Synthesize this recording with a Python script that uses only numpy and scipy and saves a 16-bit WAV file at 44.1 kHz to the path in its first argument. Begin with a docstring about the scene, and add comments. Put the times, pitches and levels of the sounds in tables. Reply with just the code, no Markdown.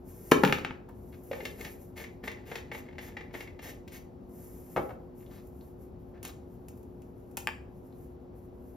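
"""Pipette and bottle at a lab bench

A dropped pipette thumps a steel bench and rocks to rest. A plastic cap pops onto a bottle and is
screwed down in short twists, rasping and catching on the thread; the bottle lands with a dull knock.
The pipette is picked up, its mechanism clicks and a hollow plastic tip clacks onto the bench.
Underneath, a sleeve rustles and the ventilation hums in the small room."""
import sys
import numpy as np
from scipy import signal
from scipy.fft import rfft, irfft, next_fast_len
from scipy.io import wavfile
from scipy.ndimage import uniform_filter1d

SR = 44100
rng = np.random.default_rng(int(sys.argv[2]) if len(sys.argv) > 2 else 0)


def file_out(sig):
    """Save sig as 16-bit WAV at sys.argv[1]."""
    # one column per channel
    cols = np.atleast_2d(sig).T
    # limit, then scale
    lim = np.clip(cols, -1, 1)
    pcm = np.round(lim * 32767).astype(np.int16)
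    wavfile.write(sys.argv[1], SR, pcm)


N = 386316
TIME = np.arange(N) / SR
BLOCK = 4096   # samples in one hit or filter response

# tone of the cap rubbing on its thread: (frequency [Hz], level [dB])
CAP_COLOUR = [(100, -13.5), (400, 10), (850, -0.5), (1250, -5.5), (1650, -6.5), (2100, 1.5), (2700, -8.5),
              (3600, -12), (4600, -17.5), (7000, -23.5), (15000, -38.5)]
# tone of fingers on plastic: (frequency [Hz], level [dB])
GRIP_COLOUR = [(400, 10), (1800, 3.5), (3500, -0.5), (7000, -6), (15000, -12.5)]


def from_db(db):
    """Decibels to gain."""
    return 10 ** (np.asarray(db) / 20)


def unit_rms(x):
    """Scale to rms 1."""
    return x / np.sqrt(np.mean(x ** 2) + 1e-20)


def at_hz(points, hz):
    """Read a curve on a log-frequency axis."""
    freqs, values = np.transpose(points)
    return np.interp(np.log(np.maximum(hz, 1)), np.log(freqs), values)


def decay(t, t60):
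    """Envelope that loses 60 dB in t60 seconds."""
    return np.exp(-np.log(1000) * t / t60)


def add(track, start_s, sound):
    """Mix a sound into a track."""
    i = max(round(start_s * SR), 0)
    track[i:i + len(sound)] += sound[:N - i]


def panned(x, left_db):
    """Make the left channel louder than the right by left_db."""
    return x * from_db([[left_db / 2], [-left_db / 2]])


def coloured(x, colour, tilt_db=0):
    """Minimum-phase EQ that gives a short drive its broad tone, tilted per octave; energy 1."""
    hz, drive = np.fft.rfftfreq(len(x), 1 / SR), rfft(x)
    drive_tone = np.sqrt(uniform_filter1d(np.abs(drive) ** 2, size=len(hz) // 45) + 1e-12)
    gain = from_db(at_hz(colour, hz) + tilt_db * np.log2(np.maximum(hz, 200))) / drive_tone
    cepstrum = irfft(np.log(gain))
    cepstrum[len(hz) - 1:] = 0   # no ringing ahead of the attack
    sound = irfft(drive * np.exp(2 * rfft(cepstrum)))
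    return sound / np.linalg.norm(sound)


def filtered(x, colour):
    """Give a long white signal its tone; rms 1."""
    response = coloured(signal.unit_impulse(BLOCK), colour)
    return unit_rms(signal.oaconvolve(x, response)[:N])


def resonating(x, modes):
    """The drive plus the ringing of every mode that it feeds."""
    return x + sum(from_db(db) * signal.lfilter(*signal.iirpeak(hz, hz / width, fs=SR), x)
                   for hz, width, db in modes)


def dispersed(x, below_hz):
    """Bending waves: the lows travel slower, which smears each click a little."""
    pole = np.exp(-2 * np.pi * below_hz / SR)
    return signal.lfilter([-pole, 1], [1, -pole], x)


def diffuse(a, b):
    """Two unrelated signals become a stereo field, wide in the mids, narrow in bass and treble."""
    # likeness of left and right: (frequency [Hz], correlation [0-1])
    likeness = [(60, .88), (200, 0.91), (400, 0.37), (750, .0), (1300, 0.16), (2200, 0), (4400, 0.99),
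                (8000, 1), (14000, 1)]
    size = next_fast_len(len(a), real=True)
    alike = np.clip(at_hz(likeness, np.fft.rfftfreq(size, 1 / SR)), -.99, .99)
    mid = rfft(a, size) * np.sqrt((1 + alike) / 2)
    side = rfft(b, size) * np.sqrt((1 - alike) / 2)
    return irfft([mid + side, mid - side], size)[:, :len(a)]


def struck(force, level_db, colour, tilt_db):
    """The sound of a short force on an object; the level is that of its energy spread over 5 ms."""
    return from_db(level_db) * coloured(force, colour, tilt_db) * np.sqrt(.005 * SR)


def contact(level_db, colour, tilt_db, shiver_db, shiver_t60):
    """A click followed by a shiver: the dense, quickly dying vibration of the object."""
    shiver_low_hz = 449   # below this an object has only its few separate modes
    force = rng.standard_normal(BLOCK) * decay(TIME[:BLOCK], shiver_t60)
    force = signal.sosfilt(signal.butter(2, shiver_low_hz, "high", fs=SR, output="sos"), force)
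    force *= from_db(shiver_db) / np.linalg.norm(force)
    force[0] = 1   # the click
    return struck(force, level_db, colour, tilt_db)


def hits(rows, colour, shiver_db, shiver_t60):
    """A run of contacts on one object."""
    out = np.zeros(N)
    for start_s, level_db, tilt_db in rows:
        add(out, start_s, contact(level_db, colour, tilt_db, shiver_db, shiver_t60))
    return out


def friction(colour, slips_per_s, spread_db):
    """Countless tiny slips of uneven size blend into a grainy hiss."""
    slipping = rng.random(N) < slips_per_s / SR
    sizes = from_db(spread_db * np.minimum(rng.exponential(1, N), 4))
    return filtered(slipping * sizes * rng.standard_normal(N), colour)


def strokes(rows):
    """Pressure swells and fades within each stroke."""
    out = np.zeros(N)
    for start_s, length_s, level_db in rows:
        add(out, start_s, from_db(level_db) * signal.windows.tukey(max(int(length_s * SR), 2), .5))
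    return out


def room_echo(build_s):
    """Small-room response: reflections build up quickly and die sooner in the treble."""
    # room decay: (frequency [Hz], t60 [s])
    room_t60 = [(100, 0.67), (400, 0.59), (1200, 0.42), (3000, 0.33), (7000, 0.36), (15000, 0.23)]
    t = TIME[:SR * 3 // 4]
    hz = np.fft.rfftfreq(len(t), 1 / SR)
    white, tail = rfft(rng.standard_normal((2, len(t)))), 0
    centres, t60s = np.transpose(room_t60)
    for share, centre_hz, t60 in zip(np.eye(len(centres)), centres, t60s):
        band = irfft(white * at_hz(np.column_stack([centres, share]), hz), len(t))
        # the clutter behind the bench throws back the higher sounds first, briefly
        early = 1 + (centre_hz > 700) * from_db(-4) * decay(t, t60=.15)
        tail = tail + band * decay(t, t60) * early
    tail = tail * (1 - np.exp(-t / build_s))
    return diffuse(*unit_rms(tail)) / np.sqrt(len(t))


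def ventilation():
    """A bed of dull rushing air with a few slightly wavering fan tones."""
    # tone of the moving air: (frequency [Hz], level [dB])
    air_colour = [(12, -36.5), (26, -25), (45, 0), (80, 1), (150, -4), (260, -3.5), (310, -8.5),
                  (380, -7.5), (560, -12.5), (800, -16.5), (1600, -35.5), (3800, -47.5), (7000, -52),
                  (14000, -57.5)]
    # fan and mains tones: (frequency [Hz], level [dB])
    hum_tones = [(70, -61), (258.4, -58), (360.3, -53.5), (479.5, -65)]
    air = diffuse(*[filtered(white, air_colour) for white in rng.standard_normal((2, N))])
    hum, knots = 0, np.linspace(0, TIME[-1], 30)
    for hz, level_db in hum_tones:
        waver_rad = np.interp(TIME, knots, rng.normal(0, 0.089, len(knots)))
        hum = hum + np.sqrt(2) * from_db(level_db) * np.sin(2 * np.pi * hz * TIME + waver_rad)
    return from_db(-48.5) * air + from_db(-2.0) * hum


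def sleeve():
    """Cloth slides with a fine, high hiss that swells and dies with each movement of the arm."""
    # arm movements: (start [s], length [s], level [dB], change over the movement [dB])
    swishes = [(0.024, 0.4, -63.5, 12), (0.387, 0.27, -52.5, -5), (0.934, 0.44, -66, -14),
               (1.187, 0.46, -68, 4.5), (1.523, 0.44, -58.5, -9.5), (4.271, 0.73, -59, -7),
               (5.123, 0.44, -65.5, 0), (5.5, 0.26, -71, -2), (5.762, 0.16, -64, -3.5),
               (5.957, 0.15, -76, -3.5), (6.459, 0.98, -84, -2.5), (7.662, 0.51, -83, 11.5),
               (8.322, 0.17, -70, 3.5), (8.53, 0.32, -79, 4)]
    # tone of sliding cloth: (frequency [Hz], level [dB])
    cloth_colour = [(500, -20), (2000, -13), (4000, -25), (5500, -14.5), (9000, -6.5), (11900, -4.5),
                    (13300, -4), (16000, -24)]
    attack_s, release_s = 0.095, 0.14   # the arm gathers speed, then slows
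    waver_db, wavers_per_s = 3.5, 22   # folds catch and let go
    speed = np.full(N, from_db(-85.5))   # the cloth is never quite still
    for start_s, length_s, level_db, change_db in swishes:
        t = TIME[TIME < length_s]
        ramp = np.clip(np.minimum(t / attack_s, (length_s - t) / release_s), 0, 1)
        add(speed, start_s, from_db(level_db + change_db * t / length_s) * np.sin(np.pi / 2 * ramp) ** 2)
    knots = np.arange(0, TIME[-1], 1 / wavers_per_s)
    folds = from_db(waver_db * np.interp(TIME, knots, rng.standard_normal(len(knots))))
    return speed * folds * friction(cloth_colour, slips_per_s=23000, spread_db=1.5)


def finger_rubs():
    """Fingers brush the cap and the pipette; each touch has a resonance of its own."""
    # brushes on plastic: (start [s], length [s], level [dB], resonance [Hz], resonance gain [dB])
    grips = [(0.883, 0.024, -67, 940, 25), (1.122, 0.032, -55, 1900, 7.5), (5.286, 0.14, -57.5, 2200, -16),
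             (6.132, 0.065, -76.5, 1750, 24), (6.232, 0.079, -46, 4000, -6)]
    grain = friction(GRIP_COLOUR, slips_per_s=2900, spread_db=-2.0)
    out, grip_q = np.zeros(N), 2.9
    for start_s, length_s, level_db, hz, peak_db in grips:
        rub = strokes([(start_s, length_s, level_db)]) * grain + 1e-18
        out += resonating(rub, [(hz, hz / grip_q, peak_db)])
    return out


def handling_ticks():
    """As the pipette is picked up and moved, each light touch rings briefly at its own pitch."""
    # light touches: (time [s], level [dB], ring pitch [Hz])
    touches = [(5.2057, -62.5, 2380), (5.2263, -62.5, 1950), (5.263, -59, 3330), (5.3102, -64, 1900),
               (5.6095, -59, 4100), (6.6835, -66, 2740), (7.925, -65, 4100)]
    ring_width_hz, ring_db = 590, 11.5
    out = np.zeros(N)
    for start_s, level_db, hz in touches:
        touch = contact(level_db, GRIP_COLOUR, 0, shiver_db=22.0, shiver_t60=.035)
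        add(out, start_s, resonating(touch, [(hz, ring_width_hz, ring_db)]))
    return out


def pipette_handling():
    """Sharp plastic clicks, over light ticks and the soft rub of the grip."""
    # the pipette striking the bench, handling ticks and snaps of its mechanism:
    # (time [s], level [dB], brightness [dB/octave])
    click_hits = [(.3143, -19.5, -3.5), (.89, -55.5, 5), (1.236, -50, 11.5), (5.4702, -55, 7),
                  (6.2294, -37.5, 0.5), (6.2508, -33, -2), (6.277, -42, 4), (6.684, -45, -0.5),
                  (6.7746, -57.5, 4), (6.83, -58.5, 3), (7.0196, -56, -2.5), (7.3119, -58, 3),
                  (7.3707, -26.5, 0), (7.3755, -32, -7)]
    # tone of a plastic click: (frequency [Hz], level [dB])
    click_colour = [(200, -29), (900, -2), (1700, -9), (2500, 2), (4000, -10), (7000, 0.5), (9500, 1.5),
                    (12500, -0.5), (16000, -9)]
    clicks = dispersed(hits(click_hits, click_colour, shiver_db=8.0, shiver_t60=.028), below_hz=10000)
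    return from_db(-5.5) * clicks + from_db(-6.5) * handling_ticks() + from_db(-4.5) * finger_rubs()


def tip_drop():
    """The light, hollow tip clacks onto the bench and its thin wall rings briefly."""
    # landing and bounces: (time [s], level [dB], brightness [dB/octave])
    bounces = [(7.4724, -25, 0.5), (7.481, -35, -4.5), (7.4893, -35, -4.5)]
    # tone of the clack: (frequency [Hz], level [dB])
    tip_colour = [(100, -27), (550, -11), (850, -5.5), (1200, -7.5), (1750, -0.5), (2400, 2), (3200, -4),
                  (4000, -23), (4600, -14), (5200, -13), (6000, -31), (7400, -12), (10000, -21.5),
                  (15000, -27)]
    # thin wall of the tip: (frequency [Hz], width [Hz], gain [dB])
    tip_modes = [(865, 63, 7.5), (1137, 80, 1), (1680, 260, -5), (2400, 320, -9)]
    clack = hits(bounces, tip_colour, shiver_db=3.5, shiver_t60=0.0087)
    return from_db(-2.0) * dispersed(resonating(clack, tip_modes), below_hz=2800)


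def bottle_set_down():
    """The bottle is set down with a dull knock, damped by the hand, and settles."""
    # base meeting the bench: (time [s], level [dB], brightness [dB/octave])
    landings = [(4.7627, -28, 4), (4.769, -27, 3.5), (4.778, -28, 1.5), (4.7925, -31, -3.5),
                (4.893, -47, 5), (4.906, -43, 3)]
    # tone of the knock: (frequency [Hz], level [dB])
    bottle_colour = [(60, -6), (160, 7), (260, 4.5), (520, 7), (850, -2), (1400, -6), (1700, -14),
                     (2700, -24.5), (4200, -38), (15000, -57)]
    # bottle against the bench: (frequency [Hz], width [Hz], gain [dB])
    bottle_modes = [(345, 33, -2), (504, 23, -5), (810, 120, 1), (1300, 74, -1.5), (2140, 100, 4),
                    (2720, 90, -2)]
    knock = hits(landings, bottle_colour, shiver_db=11.0, shiver_t60=0.049)
    return from_db(0.6) * dispersed(resonating(knock, bottle_modes), below_hz=2000)


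def stick_slip(level_db, tilt_db):
    """One catch: the thread sticks and lets go in a gritty run of slips that swells and dies."""
    slips_per_s, length_s = 6000, 0.01
    slips = rng.standard_normal(BLOCK) * (rng.random(BLOCK) < slips_per_s / SR)
    pressure = np.sin(np.pi * np.minimum(TIME[:BLOCK] / length_s, 1))
    return struck(slips * pressure, level_db, CAP_COLOUR, tilt_db)


def creak_cues():
    """Rows for faint, hollow catches at random while the thread binds, also between the twists."""
    start_s, length_s, creaks_per_s = 2.2, 1.25, 52
    mean_db, spread_db, tilt_db, hollow_db = -51, 3, 0, -4
    rows = []
    for when, softness, pitch in rng.random((int(creaks_per_s * length_s), 3)):
        level_db = mean_db - spread_db * np.sqrt(12) * (softness - .5)
        hollow_hz = 1600 + 750 * pitch
        rows.append((start_s + length_s * when, level_db, tilt_db, hollow_hz, hollow_db))
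    return rows


def thread_catches():
    """Each catch rings the cap's hollow, retuned by the fingers, and its rim."""
    # hard catches: (time [s], level [dB], brightness [dB/octave], hollow pitch [Hz], hollow gain [dB])
    hard_catches = [(1.3114, -35.5, 2, 2320, -3), (1.328, -30, -0.5, 2110, -11),
                    (1.4017, -34.5, 0, 2000, -4), (1.4505, -27.5, 5, 2550, -19),
                    (1.607, -37.5, 10, 2080, 7), (1.6457, -34, 5, 1930, -5), (1.9755, -38, 5.5, 2110, -11),
                    (2.0383, -39, 4, 2140, 3.5), (2.2351, -33.5, -0.5, 2020, -3),
                    (2.2742, -27.5, 1.5, 2070, 3.5), (2.3122, -41, 7, 2200, -5),
                    (2.5135, -27.5, -1, 1870, -5), (2.5526, -28, 3.5, 2550, -13),
                    (2.7141, -30.5, 0, 2100, 4), (2.7455, -34, 0.5, 2110, -2),
                    (2.8848, -42.5, -1.5, 2060, 4), (2.981, -36, 2.5, 1900, 5),
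                    (2.9865, -40.5, 3, 1890, -6), (3.1665, -34.5, 1, 2060, 9.5),
                    (3.2063, -38.5, 1, 1840, -2), (3.3385, -33, 0.5, 2080, -12), (3.347, -30, -1, 1970, 0),
                    (3.4045, -35, 3.5, 2150, -4), (3.4725, -45.5, 2, 2210, 10),
                    (3.5888, -39.5, 1.5, 2600, -16), (3.8758, -44, 7.5, 2600, -10)]
    width_hz, rim_db = 334, -9.5
    out = np.zeros(N)
    for start_s, level_db, tilt_db, hollow_hz, hollow_db in [*hard_catches, *creak_cues()]:
        rim_hz = 2450 + 1200 * rng.random()   # the rim rings wherever the thread happens to catch
        modes = [(hollow_hz, width_hz, hollow_db), (rim_hz, width_hz, rim_db)]
        add(out, start_s, resonating(stick_slip(level_db, tilt_db), modes))
    return dispersed(out, below_hz=1600)


def neck_pops():
    """The air in the bottle neck rings with a hollow pop as the cap plugs it."""
    # pops of the air: (time [s], level [dB], pitch [Hz])
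    pops = [(1.3128, -23.5, 535), (1.403, -49, 432), (1.428, -30, 409), (1.451, -39, 456),
            (1.607, -34, 410)]
    out, t = np.zeros(N), TIME[:SR // 5]
    envelope = decay(t, t60=0.062) * (1 - decay(t, t60=0.002))
    for start_s, level_db, hz in pops:
        add(out, start_s, from_db(level_db) * np.sin(2 * np.pi * hz * t) * envelope)
    return out


def cap_screwing():
    """The cap pops onto the neck, then rasps and catches along the thread under hissing fingers."""
    # twists of the cap: (start [s], length [s], thread rasp [dB], finger hiss [dB])
    twists = [(1.29, 0.22, -54.5, -60.5), (1.569, 0.13, -49, -57), (1.952, 0.094, -46.5, -54),
              (2.228, 0.068, -49, -55), (2.44, 0.18, -51, -58.5), (2.711, 0.1, -50, -56.5),
              (2.995, 0.11, -59, -57), (3.318, 0.14, -61, -57.5), (3.608, 0.12, -48.5, -51),
              (3.908, 0.082, -58, -53)]
    # tone of the sliding fingers: (frequency [Hz], level [dB])
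    hiss_colour = [(500, -33), (2000, 5), (4000, -7), (6500, -3), (9500, -4.5), (12000, -2), (13500, -2),
                   (16000, -17)]
    # wall of the cap and bottle neck: (frequency [Hz], width [Hz], gain [dB])
    cap_modes = [(855, 28, 3.5), (1764, 160, -3), (2740, 104, -5.5)]
    thread_pressure = strokes(np.array(twists)[:, [0, 1, 2]])
    finger_pressure = strokes(np.array(twists)[:, [0, 1, 3]])
    rasp = thread_pressure * friction(CAP_COLOUR, slips_per_s=5000, spread_db=2.0)
    fingers = finger_pressure * friction(hiss_colour, slips_per_s=14000, spread_db=3.0)
    wall = resonating(from_db(-3.0) * rasp + from_db(-7.5) * thread_catches(), cap_modes)
    return neck_pops() + wall + from_db(-0.5) * fingers


def pipette_drop():
    """The heavy body of the pipette thumps the steel top; its light taps stir only its own barrel."""
    # body landing on the bench: (time [s], level [dB], brightness [dB/octave])
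    thump_hits = [(.3178, -10, 0), (.3205, -20.5, 0), (.4352, -15, 0.5), (.4385, -20.5, -4.5),
                  (.4595, -23, -13.5), (.526, -33, -11.5), (.585, -36.5, 0)]
    # tone of a thump: (frequency [Hz], level [dB])
    thump_colour = [(40, -28), (115, -8.5), (230, -0.5), (380, 2), (520, -6.5), (650, -10.5), (850, -6.5),
                    (1100, -8.5), (1600, -10), (3000, -22), (6000, -35.5), (15000, -42.5)]
    # steel bench top: (frequency [Hz], width [Hz], gain [dB])
    bench_modes = [(134, 8, -5), (161, 7, 6), (265, 23.3, -3), (335.5, 9, -0.5), (412.7, 10, 0.5),
                   (438.7, 15, -2.5), (527, 14, -7), (845, 60, -3.5), (1317, 88, -7), (1660, 90, -7)]
    # hard plastic tapping the bench: (time [s], level [dB], brightness [dB/octave])
    tap_hits = [(.3178, -25, 0), (.45, -26.5, -0.5), (.476, -35, 0), (.4965, -34, -8), (.5253, -22, -2.5),
                (.585, -41.5, 0.5), (.6485, -30, -4.5), (.7083, -37, -8)]
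    # tone of a tap: (frequency [Hz], level [dB])
    tap_colour = [(100, -20.5), (500, -19.5), (850, -8.5), (1100, -11.5), (1500, -5.5), (2500, -2),
                  (3200, -9), (4300, -15.5), (7500, -20.5), (15000, -29)]
    # barrel of the pipette: (frequency [Hz], width [Hz], gain [dB])
    barrel_modes = [(1298, 62, 0), (2406, 70, -4), (2930, 130, -4.5), (3680, 98, -6.5)]
    thumps = from_db(-0.5) * hits(thump_hits, thump_colour, shiver_db=8.5, shiver_t60=0.029)
    taps = from_db(1.0) * hits(tap_hits, tap_colour, shiver_db=7.0, shiver_t60=0.011)
    steel = resonating(dispersed(thumps, below_hz=1100), bench_modes)
    return dispersed(steel + resonating(taps, barrel_modes), below_hz=1600)


def scene():
    """Close sounds, room and ventilation, all a little left of centre."""
    drop, bottle, cap = pipette_drop(), bottle_set_down(), cap_screwing()
    handling, cloth, tip = pipette_handling(), sleeve(), tip_drop()
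    # the cap is turned behind the body, so more of it arrives by way of the walls
    send = (from_db(-3.5) * drop + from_db(-2.5) * bottle + from_db(-1.0) * cap
            + from_db(-3.0) * handling + from_db(-5.5) * cloth + from_db(-6.5) * tip)
    room = signal.fftconvolve(send[None], room_echo(build_s=0.0013), axes=1)[:, :N]
    direct = (panned(drop + bottle + tip, left_db=2.75) + panned(cap, left_db=2.5)
              + panned(handling + cloth, left_db=1.5))
    return direct + panned(room, left_db=1.5) + panned(ventilation(), left_db=1.9)


def record(dry):
    """The two microphone ports differ in phase in the treble; the top is cut steeply."""
    # lead of the left port over the right: (frequency [Hz], phase [rad])
    port_phase = [(150, 0), (1600, -.1), (3000, .9), (4300, .5), (5300, .6), (5900, -1.7), (7000, -1.5),
                  (7700, -2.8), (9700, -3.5), (12200, -6), (16000, -6.3)]
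    cutoff_hz = 15700
    size = next_fast_len(N + SR // 10, real=True)
    phase_turn = np.exp(1j * at_hz(port_phase, np.fft.rfftfreq(size, 1 / SR)))
    left = irfft(rfft(dry[0], size) * phase_turn, size)[:N]
    return signal.sosfilt(signal.ellip(10, .1, 80, cutoff_hz, fs=SR, output="sos"), [left, dry[1]])


dry = scene()
out = record(dry)
file_out(out)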